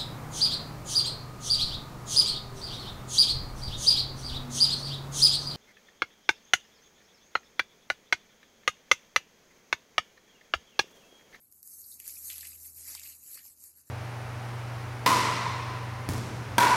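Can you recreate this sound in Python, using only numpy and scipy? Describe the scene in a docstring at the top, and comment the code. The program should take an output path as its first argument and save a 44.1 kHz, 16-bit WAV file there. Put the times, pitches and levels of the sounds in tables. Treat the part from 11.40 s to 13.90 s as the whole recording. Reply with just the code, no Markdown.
"""Rubbing dry seasoning over a tray

Close by in a kitchen, fingers rub a pinch of dry seasoning, and tiny crumbs break in a fizz.
Under harder pinches, bigger flakes crunch and stalks snap.
Behind them are a soft rush and a faint appliance hum, which swells and sinks as if a noise
suppressor were opening and closing. Fizz and rush have a gap near 3 kHz, as from audio compression."""
import sys
import numpy as np
from scipy import signal
from scipy.io import wavfile
from scipy.ndimage import uniform_filter1d

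SR = 44100
rng = np.random.default_rng(int(sys.argv[2]) if len(sys.argv) > 2 else 0)


def store_wav(level_fs):
    """Save 16-bit WAV to argv[1]."""
    pcm = np.round(np.clip(np.atleast_2d(level_fs), -1, 1) * 32767)
    wavfile.write(sys.argv[1], SR, pcm.T.astype(np.int16))


N = 110250
T = np.arange(N) / SR
TOP_HZ = 13120  # upper edge of the sound

# Levels compare rows within a table; the functions may turn a whole layer up or down.
# How hard the fingers rub, heard as the loudness of the fizz: time_s, level_db
RUB_EFFORT = [(0, -60.5), (.105, -65.5), (.125, -62.5), (.165, -58.5), (.195, -58), (.222, -63.5),
              (.255, -51), (.335, -46.5), (.365, -49.5), (.412, -45.5), (.435, -51.5), (.49, -47.5),
              (.555, -48), (.582, -54.5), (.597, -49.5), (.64, -51.5), (.685, -39), (.705, -43),
              (.815, -45), (.865, -38), (.95, -43.5), (1.01, -47), (1.08, -46), (1.18, -51), (1.22, -45),
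              (1.28, -45.5), (1.335, -55), (1.375, -45), (1.44, -45.5), (1.485, -39), (1.535, -43.5),
              (1.605, -51.5), (1.655, -44), (1.72, -48), (1.805, -55.5), (1.865, -48.5), (1.955, -44.5),
              (2.02, -55.5), (2.06, -48.5), (2.1, -54), (2.16, -62.5), (2.235, -49), (2.29, -52),
              (2.345, -64), (2.375, -55.5), (2.41, -55), (2.445, -68), (2.475, -58)]
# Finer crumbs sound brighter: time_s, tilt_db_per_octave
FIZZ_BRIGHTNESS = [(0, 7), (.3, 2), (.55, 0.5), (.7, -1), (.86, 1), (.96, -1.5), (1.08, 2.5), (1.25, 2),
                   (1.5, -4.5), (1.62, -1), (1.85, -1.5), (1.98, -2.5), (2.23, -0.5), (2.5, -6)]
# Tone of the bright fizz, with a deep gap near 3 kHz as from audio compression: frequency_hz, level_db
FIZZ_TONE = [(200, -27.5), (700, -31.5), (1800, -22), (2450, -27.5), (2900, -31), (3350, -68.5),
             (3800, -23), (4300, -13.5), (5600, -11), (7600, -3.5), (9300, -5.5), (10800, -1), (12300, 4),
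             (13200, -0.5)]
# Tone of skin brushing skin: frequency_hz, level_db
SKIN_TONE = [(40, -20), (100, -3), (300, -4), (500, 0), (1000, -10), (2000, -6), (13000, -69)]
# Loudness of big flakes crunching: time_s, level_db
CRUNCH_LEVEL = [(0, -84.5), (.5, -99), (.64, -62), (.66, -55.5), (.72, -65), (.76, -61.5), (.81, -69),
                (.89, -60), (.92, -54), (.955, -57), (1.04, -52), (1.11, -58.5), (1.22, -76), (1.26, -63),
                (1.34, -87.5), (1.39, -65.5), (1.49, -62.5), (1.54, -52), (1.575, -57.5), (1.615, -56.5),
                (1.66, -57), (1.73, -60.5), (1.79, -82), (1.88, -70.5), (1.96, -63.5), (1.985, -57.5),
                (2.03, -73), (2.08, -71), (2.16, -82.5), (2.24, -78), (2.33, -86)]
# Tone of big flakes breaking: frequency_hz, level_db
CRUNCH_TONE = [(200, -55), (700, -14.5), (1400, -14), (1800, -6), (2400, 4.5), (3300, -7.5), (4300, 2),
               (5600, -5.5), (8000, 0.5), (13000, -21.5)]
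# Whole flakes collapsing: start_s, length_s, level_db, pitch_hz, width_share_of_pitch
FLAKE_CRUSHES = [(.439, 0.023, -58.5, 4500, 0.2), (0.515, 0.033, -58, 4130, 0.2),
                 (0.8963, 0.042, -46, 2930, .8), (1.029, 0.034, -54, 2070, 0.34),
                 (1.474, 0.065, -60, 2230, 0.31), (1.57, 0.051, -56.5, 2700, 0.46),
                 (1.648, 0.048, -57.5, 2670, 0.16), (1.976, 0.087, -66.5, 1680, 0.26)]
# Stalks snapping: start_s, tick_db, crack_db, crack_pitch_hz
STALK_SNAPS = [(0.1152, -59.5, -97, 4400), (0.124, -47.5, -91, 4380), (.229, -42.5, -89, 4840),
               (0.2745, -43, -90, 4350), (0.415, -49, -67, 4400), (0.5999, -38, -49, 2610),
               (0.654, -50, -58, 2570), (0.6777, -33, -67, 1960), (0.6857, -42.5, -62, 2120),
               (0.9014, -36, -52, 3540), (0.9296, -44, -64, 3800), (0.9592, -42.5, -49, 4100),
               (0.981, -37, -49, 3700), (1.008, -36, -46.5, 4100), (1.0526, -43, -52, 2940),
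               (1.07, -39, -54, 2760), (1.4618, -61, -75, 4600), (1.48, -55, -65, 4500),
               (1.533, -45, -74, 4500), (1.55, -37, -40, 4730), (1.5957, -40.5, -47, 4700),
               (1.6347, -55, -48, 5000), (1.6586, -48, -52, 2700), (1.915, -43, -78, 4530),
               (1.945, -47, -49.5, 4800), (1.974, -48, -50, 1840), (2.239, -44.5, -62, 4700)]
# Dull knocks under the fingers: start_s, level_db, pitch_hz, decay_s
FINGER_KNOCKS = [(.672, -79.5, 384, 0.0087), (1.5505, -59, 1040, 0.0015), (1.951, -85, 405, 0.016),
                 (1.9723, -64, 1420, 0.0011), (2.051, -77, 1000, 0.0034)]
# Loudness of the low hum, rising and falling as a noise suppressor opens and closes: time_s, level_db
HUM_LEVEL = [(0.0, -106), (0.07, -88), (0.97, -64.5), (1.57, -67), (1.79, -73.5), (1.84, -81), (2.42, -77),
             (2.5, -102)]
# Loudness of the soft background rush: time_s, level_db
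RUSH_LEVEL = [(0, -78), (.4, -75), (1.0, -72.5), (1.6, -73), (2.5, -78.5)]
# Tone of the soft background rush, with a gap near 3 kHz as from audio compression:
# frequency_hz, level_db
RUSH_TONE = [(20, -44.5), (55, 6.5), (110, 4), (165, 6.5), (190, -2), (230, 5), (350, 0.5), (500, -5.5),
             (1500, -11.5), (3000, -44), (13000, -12)]


def rubbing():
    """Crumbs break, grit slides and larger flecks click, over the dull brush of skin on skin."""
    slide_share = 0.42  # the part of the grit's power that is smooth hiss
    crumbs = tiny_breaks(per_s=4500, spread_db=1, ring_s=.0005, top_hz=TOP_HZ)
    grit = np.sqrt(1 - slide_share) * crumbs + np.sqrt(slide_share) * rng.standard_normal(N)
    flecks = amp(-10.5) * unit(clicks(per_s=300, spread_db=1.5))
    fizz = shape_tone(grit + flecks, FIZZ_TONE)
    fizz = amp(-0.03) * drift_tone(fizz, depth_db=3, brightness=FIZZ_BRIGHTNESS)
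    skin = amp(-37.5) * shape_tone(rng.standard_normal(N), SKIN_TONE)
    return (fizz + skin) * level(RUB_EFFORT) * uneven_grip(depth_db=-0.08)


def crunching():
    """Bigger flakes break in fewer, lower clicks that come in bunches."""
    breaks = tiny_breaks(per_s=2900, spread_db=2, ring_s=.0008, top_hz=8410)
    crunch = shape_tone(breaks * uneven_grip(depth_db=-3), CRUNCH_TONE)
    return amp(1.5) * drift_tone(crunch, depth_db=4) * level(CRUNCH_LEVEL)


def crushing(rise_s=0.0019):
    """A whole flake gives way at once, and its crackle dies out."""
    out = np.zeros(N)
    for start_s, length_s, db, hz, width in FLAKE_CRUSHES:
        t = T[T < length_s]
        crackle = resonance(clicks(per_s=1400, spread_db=2)[:len(t)], hz, width)
        fade = np.minimum(t / rise_s, 1) * (1 - t / length_s)
        add(out, start_s, amp(db + 1) * fade * crackle)
    return out


def snapping():
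    """Each stalk snaps with a bright tick and a lower crack."""
    ticks, cracks = np.zeros((2, N))
    for start_s, tick_db, crack_db, hz in STALK_SNAPS:
        add(ticks, start_s, amp(tick_db + 9) * burst(decay_s=.0012))
        add(cracks, start_s, amp(crack_db + 7) * burst(decay_s=.0014, hz=hz, width=.48))
    return shape_tone(ticks, FIZZ_TONE) + cracks


def knocking():
    """Now and then the fingers make a dull knock."""
    out = np.zeros(N)
    for start_s, db, hz, decay_s in FINGER_KNOCKS:
        add(out, start_s, amp(db + 16) * burst(decay_s, hz, width=.62))
    return out


def tiny_breaks(per_s, spread_db, ring_s, top_hz, pitches=40):
    """Crumbs break at random; each rings briefly at one of many pitches."""
    breaks = clicks(per_s, spread_db)
    pitch_choice = rng.integers(0, pitches, N)
    t, out = T[:SR // 100], np.zeros(N)
    for k, (offset, phase) in enumerate(rng.random((pitches, 2))):
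        hz = top_hz * (k + offset) / pitches
        ring = np.exp(-t / ring_s) * np.sin(2 * np.pi * (hz * t + phase))
        out += signal.oaconvolve(breaks * (pitch_choice == k), ring)[:N]
    return unit(out)


def clicks(per_s, spread_db):
    """Clicks at random times, most small and a few large."""
    size = amp(spread_db * np.minimum(rng.exponential(1, N), 4))
    return size * rng.choice([-1., 1.], N) * (rng.random(N) < per_s / SR)


def burst(decay_s, hz=None, width=None, rise_s=.0005):
    """A quick burst of noise, as when fibres give way; it centres on a pitch if given one."""
    t = T[:SR // 40]
    force = (1 - np.exp(-t / rise_s)) * np.exp(-t / decay_s) * rng.choice([-1., 1.], len(t))
    return force if hz is None else resonance(force, hz, width) * force.std()


def uneven_grip(depth_db, bunch_s=0.0045, steady_s=.02):
    """An uneven grip makes the loudness flutter quickly but even out over longer times."""
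    carry_over = np.exp(-1 / (bunch_s * SR))
    grip = signal.lfilter([1], [1, -carry_over], rng.standard_normal(N))
    grip -= uniform_filter1d(grip, round(steady_s * SR))
    return unit(amp(depth_db * unit(grip)))


def drift_tone(x, depth_db, brightness=None, patch_s=0.01, patch_hz=122):
    """The tone drifts in small patches as crumbs and fingers move; brightness tilts the treble."""
    hz, t, spectrum = signal.stft(x, SR, nperseg=512, noverlap=384)
    # Blur random values across pitch and time to make smooth patches.
    per_hz = np.fft.fftfreq(len(hz), hz[1])[:, None]
    per_s = np.fft.fftfreq(len(t), t[1])
    blur = np.exp(-2 * np.pi ** 2 * ((per_hz * patch_hz) ** 2 + (per_s * patch_s) ** 2))
    patches = np.fft.ifft2(np.fft.fft2(rng.standard_normal(spectrum.shape)) * blur).real
    db = depth_db * unit(patches)
    if brightness is not None:
        octaves = np.log2(np.maximum(hz, 2500) / 9200)  # the tilt pivots at 9200 Hz
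        db += np.interp(t, *np.transpose(brightness)) * octaves[:, None]
    _, drifted = signal.istft(spectrum * amp(db), SR, nperseg=512, noverlap=384)
    return unit(drifted[:N])


def resonance(x, hz, width):
    """Keeps one band around a pitch; width is a share of that pitch."""
    band = np.clip(hz * np.exp([-width / 2, width / 2]), 1, TOP_HZ)
    return unit(signal.sosfilt(signal.butter(3, band, "bandpass", fs=SR, output="sos"), x))


def shape_tone(x, tone, size=2048):
    """Filters a sound to follow a tone table, keeping noise about as strong as before."""
    hz, db = np.transpose(tone)
    grid_hz = abs(np.fft.fftfreq(size, 1 / SR))
    log_gain = np.log(amp(np.interp(np.log(grid_hz + 1), np.log(hz), db)))
    # This filter rings only after a click, never before it.
    taps = np.fft.ifft(np.exp(np.conj(signal.hilbert(log_gain)))).real
    power = np.mean(np.exp(2 * log_gain) * (grid_hz < TOP_HZ))
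    return signal.fftconvolve(x, taps / np.sqrt(power))[:N]


def amp(db):
    """Turns decibels into a multiplier."""
    return 10 ** (np.asarray(db) / 20)


def unit(x):
    """Scales a signal to an average power of 1."""
    return x / np.sqrt(np.mean(x ** 2) + 1e-20)


def level(curve):
    """Joins time_s, level_db points into a multiplier for every sample."""
    return amp(np.interp(T, *np.transpose(curve)))


def add(mix, start_s, sound):
    """Mixes a sound in at its start time."""
    span = mix[round(start_s * SR):][:len(sound)]
    span += sound[:len(span)]


def kitchen_echo(x, bounce_s=.00345, tail_s=.1):
    """The tray, counter and walls add one early bounce and a short, faint echo."""
    t = T[:SR // 2]
    tail = rng.standard_normal(len(t)) * amp(-60 * t / tail_s)
    echo = signal.fftconvolve(x, tail / np.linalg.norm(tail))[:N]
    bounce = np.pad(x, (round(bounce_s * SR), 0))[:N]
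    return x + amp(-12.5) * bounce + amp(-10) * echo


def appliance_hum(pitch_hz=80.4):
    """One low note from an appliance, fading in and out as if through a noise suppressor."""
    return np.sqrt(2) * np.sin(2 * np.pi * (pitch_hz * T + rng.random())) * level(HUM_LEVEL)


def background_rush():
    """Soft, low room noise that swells and sinks."""
    return shape_tone(rng.standard_normal(N), RUSH_TONE) * level(RUSH_LEVEL)


def scene():
    """The hands at work in the kitchen, with hum and rush behind them, in one channel."""
    hands = rubbing() + crunching() + crushing() + snapping() + knocking()
    return (kitchen_echo(hands) + appliance_hum() + background_rush())[None]


def record(dry):
    """Cuts away the treble above TOP_HZ."""
    low_pass = signal.firwin(401, TOP_HZ, window=("kaiser", 8), fs=SR)
    return signal.oaconvolve(dry, low_pass[None], "same")


dry = scene()
out = record(dry)
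store_wav(out)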